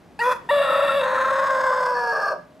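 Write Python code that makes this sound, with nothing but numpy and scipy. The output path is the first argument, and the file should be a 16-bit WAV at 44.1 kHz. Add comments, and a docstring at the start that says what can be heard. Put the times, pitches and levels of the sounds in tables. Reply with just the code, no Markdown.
"""A rooster crows in a yard

Close by, he gives a short note, then a long call that turns hoarse and sags into a growl.
His voice box (the syrinx) makes two strong low tones and uneven pulses that ring his throat and beak;
now and then the voice breaks into a squeak. The open yard returns a faint echo over a low rumble,
and a far rooster starts to answer."""
import sys
import numpy as np
from scipy import signal
from scipy.fft import rfft, irfft
from scipy.io import wavfile

SR = 44100
rng = np.random.default_rng(int(sys.argv[2]) if len(sys.argv) > 2 else 0)


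def wav_out(sig):
    """Save sig, one row per channel (or a flat mono array), as 16-bit PCM at SR to the path in sys.argv[1]."""
    wavfile.write(sys.argv[1], SR, np.round(np.clip(np.atleast_2d(sig).T, -1, 1) * 32767).astype(np.int16))


N = 114660
TIME = np.arange(N) / SR
FREQS = np.maximum(np.arange(N // 2 + 1) * SR / N, 1)  # Hz along a spectrum
NOTE_S, CALL_S = (0.1898, 0.334), (0.4887, 2.343)  # start and end

# Relative levels in the short note: t/s, first tone/dB, second tone/dB, rasp/dB
NOTE_LEVELS = [(0.188, -41, -34, -41.5), (0.282, -20.5, -20.5, -45), (0.355, -31, -33, -42)]
# How rough the voice is: t/s, hoarseness (0 is clear)
HOARSENESS = [(.21, 0.15), (.29, 0.5), (.33, 1.33), (.49, 0.07), (.6, 0.5), (.67, 0.73), (.93, 0.71),
              (.975, 0.07), (1.03, 1.08), (1.5, 0.87), (1.87, 1.07), (1.92, 0.56), (2.1, 0.27), (2.2, 0.81)]


def undb(db):
    """Turn decibels into a gain."""
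    return 10 ** (np.asarray(db) / 20)


def unit(x):
    """Scale a sound to an average (rms) level of 1."""
    return x / np.sqrt(np.mean(x ** 2))


def curve(rows, column=1):
    """Follow one column of a table through time, in straight lines."""
    rows = np.array(rows, float)
    return np.interp(TIME, rows[:, 0], rows[:, column])


def over_hz(points):
    """Join (f/Hz, value) points into a curve across the spectrum."""
    hz, values = np.array(points, float).T
    return np.interp(np.log(FREQS), np.log(hz), values)


def ring(x, gain):
    """Filter by a gain per frequency, so that ringing follows each push and never comes before it."""
    cepstrum = irfft(np.log(gain + 1e-7), N)
    cepstrum[1:N // 2] *= 2
    cepstrum[N // 2 + 1:] = 0
    return irfft(rfft(x) * np.exp(rfft(cepstrum)), N)


def band_noise(hz, width_hz):
    """Noise of level 1 around one frequency."""
    spectrum = rfft(rng.standard_normal(N))
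    return unit(irfft(spectrum / (1 + (2 * (FREQS - hz) / width_hz) ** 2), N))


def gate(start, end, attack_s=0.0026, release_s=0.019):
    """Switch on quickly, hold, then die away."""
    return np.clip((TIME - start) / attack_s, 0, 1) * np.exp(-np.maximum(TIME - end, 0) / release_s)


def effort(note_db, call_db):
    """The gain through the short note and the long call."""
    return gate(*NOTE_S) * undb(note_db) + gate(*CALL_S) * undb(call_db)


def yard():
    """A low outdoor rumble with a wavering hum."""
    # Tone colour of the rumble: f/Hz, relative level/dB
    colour = [(21, -34), (35, -17.5), (250, -7.5), (436, -13.5), (686, -14.5), (14500, -48.5)]
    # Its slow swell: t/s, level/dB
    swell = [(0, -51.5), (.9, -43.5), (2.1, -51.5)]
    rumble = unit(ring(rng.standard_normal(N), undb(over_hz(colour))))
    hum = undb(-59.5) * band_noise(174.3, width_hz=11)
    return rumble * undb(curve(swell)) + hum


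def rooster():
    """The whole crow: the voice box vibrates at a gliding, slightly shaky pitch."""
    # Pitch of the short note: t/s, f/Hz
    note_pitch = [(.186, 405.4), (.21, 473), (.23, 474.4), (.28, 504), (.305, 508), (.35, 479.6)]
    # Pitch of the long call: t/s, f/Hz
    call_pitch = [(.488, 450.3), (.505, 475.5), (.513, 578.7), (.6, 568.1), (.68, 545.9), (.85, 567.8),
                  (.92, 542.6), (.98, 568.1), (1.03, 513), (1.29, 533.8), (1.46, 540.8), (1.84, 505.2),
                  (1.98, 486.7), (2.2, 445.8), (2.35, 375)]
    waver = 1 + 0.00861 * band_noise(20.73, width_hz=51.6)
    cycles = np.cumsum(curve(note_pitch + call_pitch) * waver) / SR  # vibrations so far
    squeak, takeover = squeaks()
    rush = undb(-24) * rasp_gain() * band_noise(360, width_hz=750)
    return low_tones(cycles, takeover) + dulling(rasp(cycles)) + rush + flares(cycles) + squeak + growl(cycles)


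def fluttering_tone(cycles, below=1):
    """A tone that flutters when the voice is hoarse; `below` weighs the flutter under its pitch."""
    depth = 0.64 * curve(HOARSENESS)
    up, down = (signal.hilbert(band_noise(63.4, width_hz=67)) for _ in range(2))
    flutter = (up + below * down.conj()) / np.sqrt(2 + 2 * below ** 2)
    tone = np.real((1 + depth * flutter) * np.exp(2j * np.pi * cycles))
    return tone * np.sqrt(2 / (1 + depth ** 2))


def low_tones(cycles, takeover):
    """The voice box sounds its pitch and the octave above; the first gives way to squeaks."""
    # First tone in the long call: t/s, relative level/dB
    call_first = [(.492, -50), (.515, -14.5), (.62, -16), (.66, -21.5), (.72, -15.5), (.845, -17),
                  (.88, -22), (.94, -20.5), (.975, -18), (1.04, -24), (1.74, -23), (2.2, -31.5), (2.3, -37)]
    # Second tone in the long call: t/s, relative level/dB
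    call_second = [(.49, -25), (.503, -15.5), (.52, -29.5), (.92, -32), (1.06, -27.5), (1.92, -26),
                   (2.05, -33.5), (2.3, -41.5)]
    first_gain = undb(-2) * effort(curve(NOTE_LEVELS), curve(call_first)) * (1 - takeover)
    second_gain = undb(0.5) * effort(curve(NOTE_LEVELS, column=2), curve(call_second))
    return first_gain * fluttering_tone(cycles, below=0.075) + second_gain * fluttering_tone(2 * cycles)


def pulses(cycles):
    """The voice box clicks once a cycle, unevenly when hoarse, and falls out of step in a last croak."""
    croak_from_s, octave_until_s = 2.125, (0.215, 0.507)
    beats = np.arange(2, int(2 * cycles[-1])) / 2  # every half cycle
    timing_luck, size_luck = rng.standard_normal((len(beats), 2)).T
    at = np.searchsorted(cycles, beats)
    when, hoarse = at / SR, curve(HOARSENESS)[at]
    scatter_cycles = np.where(when > croak_from_s, 0.13, 0.075 * hoarse)
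    place = np.interp(beats + scatter_cycles * timing_luck, cycles, np.arange(N))
    # Each note starts an octave high: two half-size clicks a cycle.
    high = sum((when > start) & (when < end) for start, end in zip((0, NOTE_S[1]), octave_until_s))
    size = undb(1.5 * hoarse * size_luck) * np.where(high, 0.5, beats % 1 == 0)
    # Spread each click over 16 samples so it can fall between two of them.
    taps = place.astype(int)[:, None] + np.arange(-7, 9)
    offset = taps - place[:, None]
    clicks = np.zeros(N)
    np.add.at(clicks, np.clip(taps, 0, N - 1), size[:, None] * np.sinc(offset) * np.sinc(offset / 8))
    return unit(clicks - clicks.mean())


def rasp_gain():
    """How strong the rough part of the voice is at each moment."""
    # Rasp in the long call: t/s, relative level/dB
    call_rasp = [(.49, -31), (.97, -31.5), (1.2, -28.5), (1.86, -31.5), (1.92, -35.5), (2.16, -36.5),
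                 (2.3, -35.5)]
    return effort(curve(NOTE_LEVELS, column=3), curve(call_rasp))


def rasp(cycles):
    """Pulses and puffs of air ring the throat and windpipe; the hoarse voice throbs."""
    air_from_hz, throb_db = 6500, 1.7
    puffs = undb(2) * rng.standard_normal(N) * (1 + np.cos(2 * np.pi * cycles))
    voiced = 1 / np.hypot(1, (FREQS / air_from_hz) ** 2)
    source = ring(pulses(cycles), voiced) + ring(puffs, np.sqrt(1 - voiced ** 2))
    throb = undb(throb_db * curve(HOARSENESS) * band_noise(28, width_hz=28))
    return throb * (throat(source) * rasp_gain() + windpipe(source))


def throat(source):
    """Throat and beak pass through six shapes, each favouring different frequencies."""
    # Tone colour of each shape: f/Hz, relative level/dB
    opening = [(700, -19.5), (1900, -3.5), (2200, -14), (2750, -4), (3300, -29), (4650, -14), (6200, -48),
               (7400, -29.5), (14500, -51)]
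    short_note = [(680, -17.5), (1150, 0.5), (1500, 0), (1630, -7.5), (1930, -3.5), (2170, -25), (2490, -4),
                  (2990, -36), (3430, -22), (4110, -29), (5290, -24), (7670, -35), (11600, -31.5),
                  (14500, -50)]
    stretched = [(470, -79.5), (800, 0), (1100, 1), (1190, -3), (1330, 7.5), (1620, -12.5), (1830, 1.5),
                 (2030, -17.5), (2720, -14), (3040, -32), (3450, -9), (4300, -35), (4700, -27.5),
                 (6100, -50), (8400, -33), (9700, -43), (11400, -35), (14500, -62)]
    wide = [(470, -71), (800, -6.5), (1040, -0.5), (1320, -8), (1780, -4), (2110, -24), (2750, -23.5),
            (2930, -36), (3870, -21.5), (4990, -48), (6510, -37), (7090, -49), (7630, -43.5), (14500, -57)]
    easing = [(470, -64.5), (750, -15), (1030, -10), (1320, -19.5), (1580, -5.5), (1820, -26), (2110, -22),
              (2270, -42), (3600, -38), (4060, -45.5), (5170, -32), (5770, -52.5), (6590, -42.5),
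              (7090, -61), (7720, -41.5), (8300, -53), (14500, -62)]
    closing = [(260, -31.5), (520, 4.5), (650, 8.5), (841, -20), (931, 0), (1050, -1.5), (1210, 11),
               (1380, -10.5), (1660, 7.5), (1900, -39), (2650, -21), (2950, -36), (3980, -39.5),
               (4470, -25), (5400, -23), (6900, -45.5), (8590, -41.5), (14500, -52.5)]
    # Moves from one shape to the next: midpoint t/s, duration/s
    moves = [(0.217, 0.019), (0.43, 0.019), (1.032, 0.079), (1.421, 0.52), (1.921, 0.3)]
    # Balance of each shape: level/dB, extra bass/dB, spacing of windpipe resonances/Hz
    balance = [(8, 9.5, 945), (8.5, 3.5, 1020), (-0.5, -2, 940), (-3, -1.5, 1090), (-3, -0.5, 1098),
               (1, -3.5, 1075.5)]
    bass_edge_hz, ripple_db, full_ripple_hz = 1597, 4.5, 7000
    progress = [np.clip((TIME - middle) / length + 0.5, 0, 1) for middle, length in moves]
    reached = [np.ones(N)] + progress + [np.zeros(N)]
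    bass = 1 / (1 + (FREQS / bass_edge_hz) ** 12)
    ripple_depth = ripple_db * np.minimum(FREQS / full_ripple_hz, 1) ** 2
    sound = 0
    for k, colour in enumerate([opening, short_note, stretched, wide, easing, closing]):
        share = np.maximum(reached[k] - reached[k + 1], 0)
        db, bass_db, spacing_hz = balance[k]
        pipe_db = ripple_depth * np.cos(2 * np.pi * FREQS / spacing_hz)
        voice = ring(source, undb(over_hz(colour) + bass_db * bass + pipe_db))
        treble = irfft(rfft(voice) * (1 - bass), N)
        treble_level = np.sqrt(np.average(treble ** 2, weights=share))
        sound += share * undb(db) * voice / treble_level
    return sound


def echo(x):
    """The yard scatters the sound back, fainter and duller."""
    delay_s, fade_60db_s, top_hz = 0.022, 0.33, 7000
    tail = rng.standard_normal(N) * (TIME > delay_s) * np.exp(-np.log(1000) * TIME / fade_60db_s)
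    returns = signal.fftconvolve(x, tail / np.sqrt(np.sum(tail ** 2)))[:N]
    return undb(-13.5) * ring(returns, 1 / np.hypot(1, (FREQS / top_hz) ** 2))


def flares(cycles):
    """An overtone flares up briefly as it crosses a throat resonance."""
    # Flares: t/s, half length/s, multiple of the pitch, level/dB
    crossings = [(0.22, 0.0091, 4, -18), (0.501, 0.0068, 4, -23)]
    sound = 0
    for when, half_length, multiple, db in crossings:
        swell = np.exp(-((TIME - when) / half_length) ** 2)
        sound += undb(db) * swell * np.sin(2 * np.pi * multiple * cycles)
    return effort(0, 0) * sound


def windpipe(source):
    """The pulses keep narrow, brassy rings alive; each sinks slowly as the neck eases."""
    # Windpipe rings: start t/s, end t/s, starting f/Hz, level/dB
    rings = [(0.244, 0.333, 3403, -43.5), (0.491, 1.024, 2740, -38.5), (0.498, 1.034, 3823, -39.5),
             (1.099, 1.847, 3664, -54.5), (1.938, 2.322, 4490, -49.5)]
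    sag_per_s, width_hz = 0.062, 100
    narrow = signal.butter(2, width_hz / 2, fs=SR, output="sos")
    sound = 0
    for start, end, hz, db in rings:
        pitch = hz * (1 - sag_per_s * (TIME - start))
        spin = np.exp(2j * np.pi * np.cumsum(pitch) / SR)
        # Shift the ring's pitch down to 0 Hz, keep a narrow band, shift it back.
        ringing = np.real(spin * signal.sosfilt(narrow, source / spin))
        held = gate(start, end)
        sound += undb(db) * held * ringing / np.sqrt(np.average(ringing ** 2, weights=held))
    return sound


def squeaks(half_length_s=0.0075):
    """A high vibration briefly takes over the voice; gives its sound and how far it takes over."""
    # Voice breaks: t/s, peak level/dB, f/Hz
    breaks = [(.634, -26, 1366), (.663, -20, 1370), (.693, -16.5, 1320), (.722, -17, 1292),
              (.747, -16.5, 1280), (0.775, -27, 1260), (0.809, -18.5, 1340), (0.9, -16, 1363),
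              (1.181, -19, 1320), (1.251, -19.5, 1325), (1.297, -18.5, 1350), (1.46, -24, 1134),
              (1.73, -19, 1174), (2.235, -16.5, 1641), (2.293, -18, 1206), (2.338, -27.5, 625)]
    sound, takeover = np.zeros(N), np.zeros(N)
    for when, db, hz in breaks:
        swell = np.exp(-((TIME - when) / half_length_s) ** 2)
        sound += undb(db) * swell * np.sin(2 * np.pi * hz * (TIME - when))
        takeover += swell
    return sound, np.clip(takeover, 0, 1)


def growl(cycles):
    """Late in the call the voice box's other side sounds its own pitch and beats against the first."""
    # The second voice: t/s, f/Hz, level/dB
    voice = [(1.95, 1727, -31.5), (2.115, 1650, -26.5), (2.135, 1697, -33), (2.235, 1654, -30.5),
             (2.34, 1564, -41)]
    # Beat tones, one and two times the main pitch below it: relative level/dB
    beat_levels = [-14, -5.5]
    own_cycles = np.cumsum(curve(voice)) / SR
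    beats = sum(undb(db) * fluttering_tone(own_cycles - k * cycles)
                for k, db in enumerate(beat_levels, 1))
    swell = gate(voice[0][0], voice[-1][0]) * undb(curve(voice, column=2))
    return swell * (fluttering_tone(own_cycles) + beats)


def dulling(x, start_s=2.297, fade_s=0.036, edge_hz=1040):
    """As the call dies, the treble fades ahead of the bass."""
    treble = irfft(rfft(x) * (1 - 1 / (1 + (FREQS / edge_hz) ** 6)), N)
    lost = 1 - np.exp(-np.maximum(TIME - start_s, 0) / fade_s)
    return x - treble * lost


def far_rooster():
    """A faint rising answer, dulled by distance."""
    # The far call: t/s, f/Hz, level/dB
    answer = [(2.4, 558.6, -60), (2.6, 641, -52)]
    phase = 2 * np.pi * np.cumsum(curve(answer)) / SR
    swell = gate(answer[0][0], answer[-1][0]) * undb(curve(answer, column=2))
    return swell * np.sqrt(2) * (np.sin(phase) + undb(-20) * np.sin(2 * phase))


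def scene():
    """Both roosters and the yard in stereo; echo and rumble differ a little between left and right."""
    # The balance shifts as he turns: t/s, left minus right/dB
    pan = [(.2, .5), (.6, 1.6), (2.1, 0)]
    phase_gap_rad = -0.23  # left minus right
    bird = rooster()
    spectrum = rfft(bird + echo(bird) + far_rooster() + yard())
    sides = np.array([[1], [-1]])
    stereo = irfft(spectrum * np.exp(0.5j * sides * phase_gap_rad), N) * undb(sides * curve(pan) / 2)
    spread = undb(-4) * echo(bird) + undb(-11.5) * yard()
    return stereo + sides * spread


def record(dry, top_hz=14400):
    """Cut off the highest treble."""
    return signal.sosfilt(signal.ellip(8, 0.2, 70, top_hz, fs=SR, output="sos"), dry)


dry = scene()
out = record(dry)
wav_out(out)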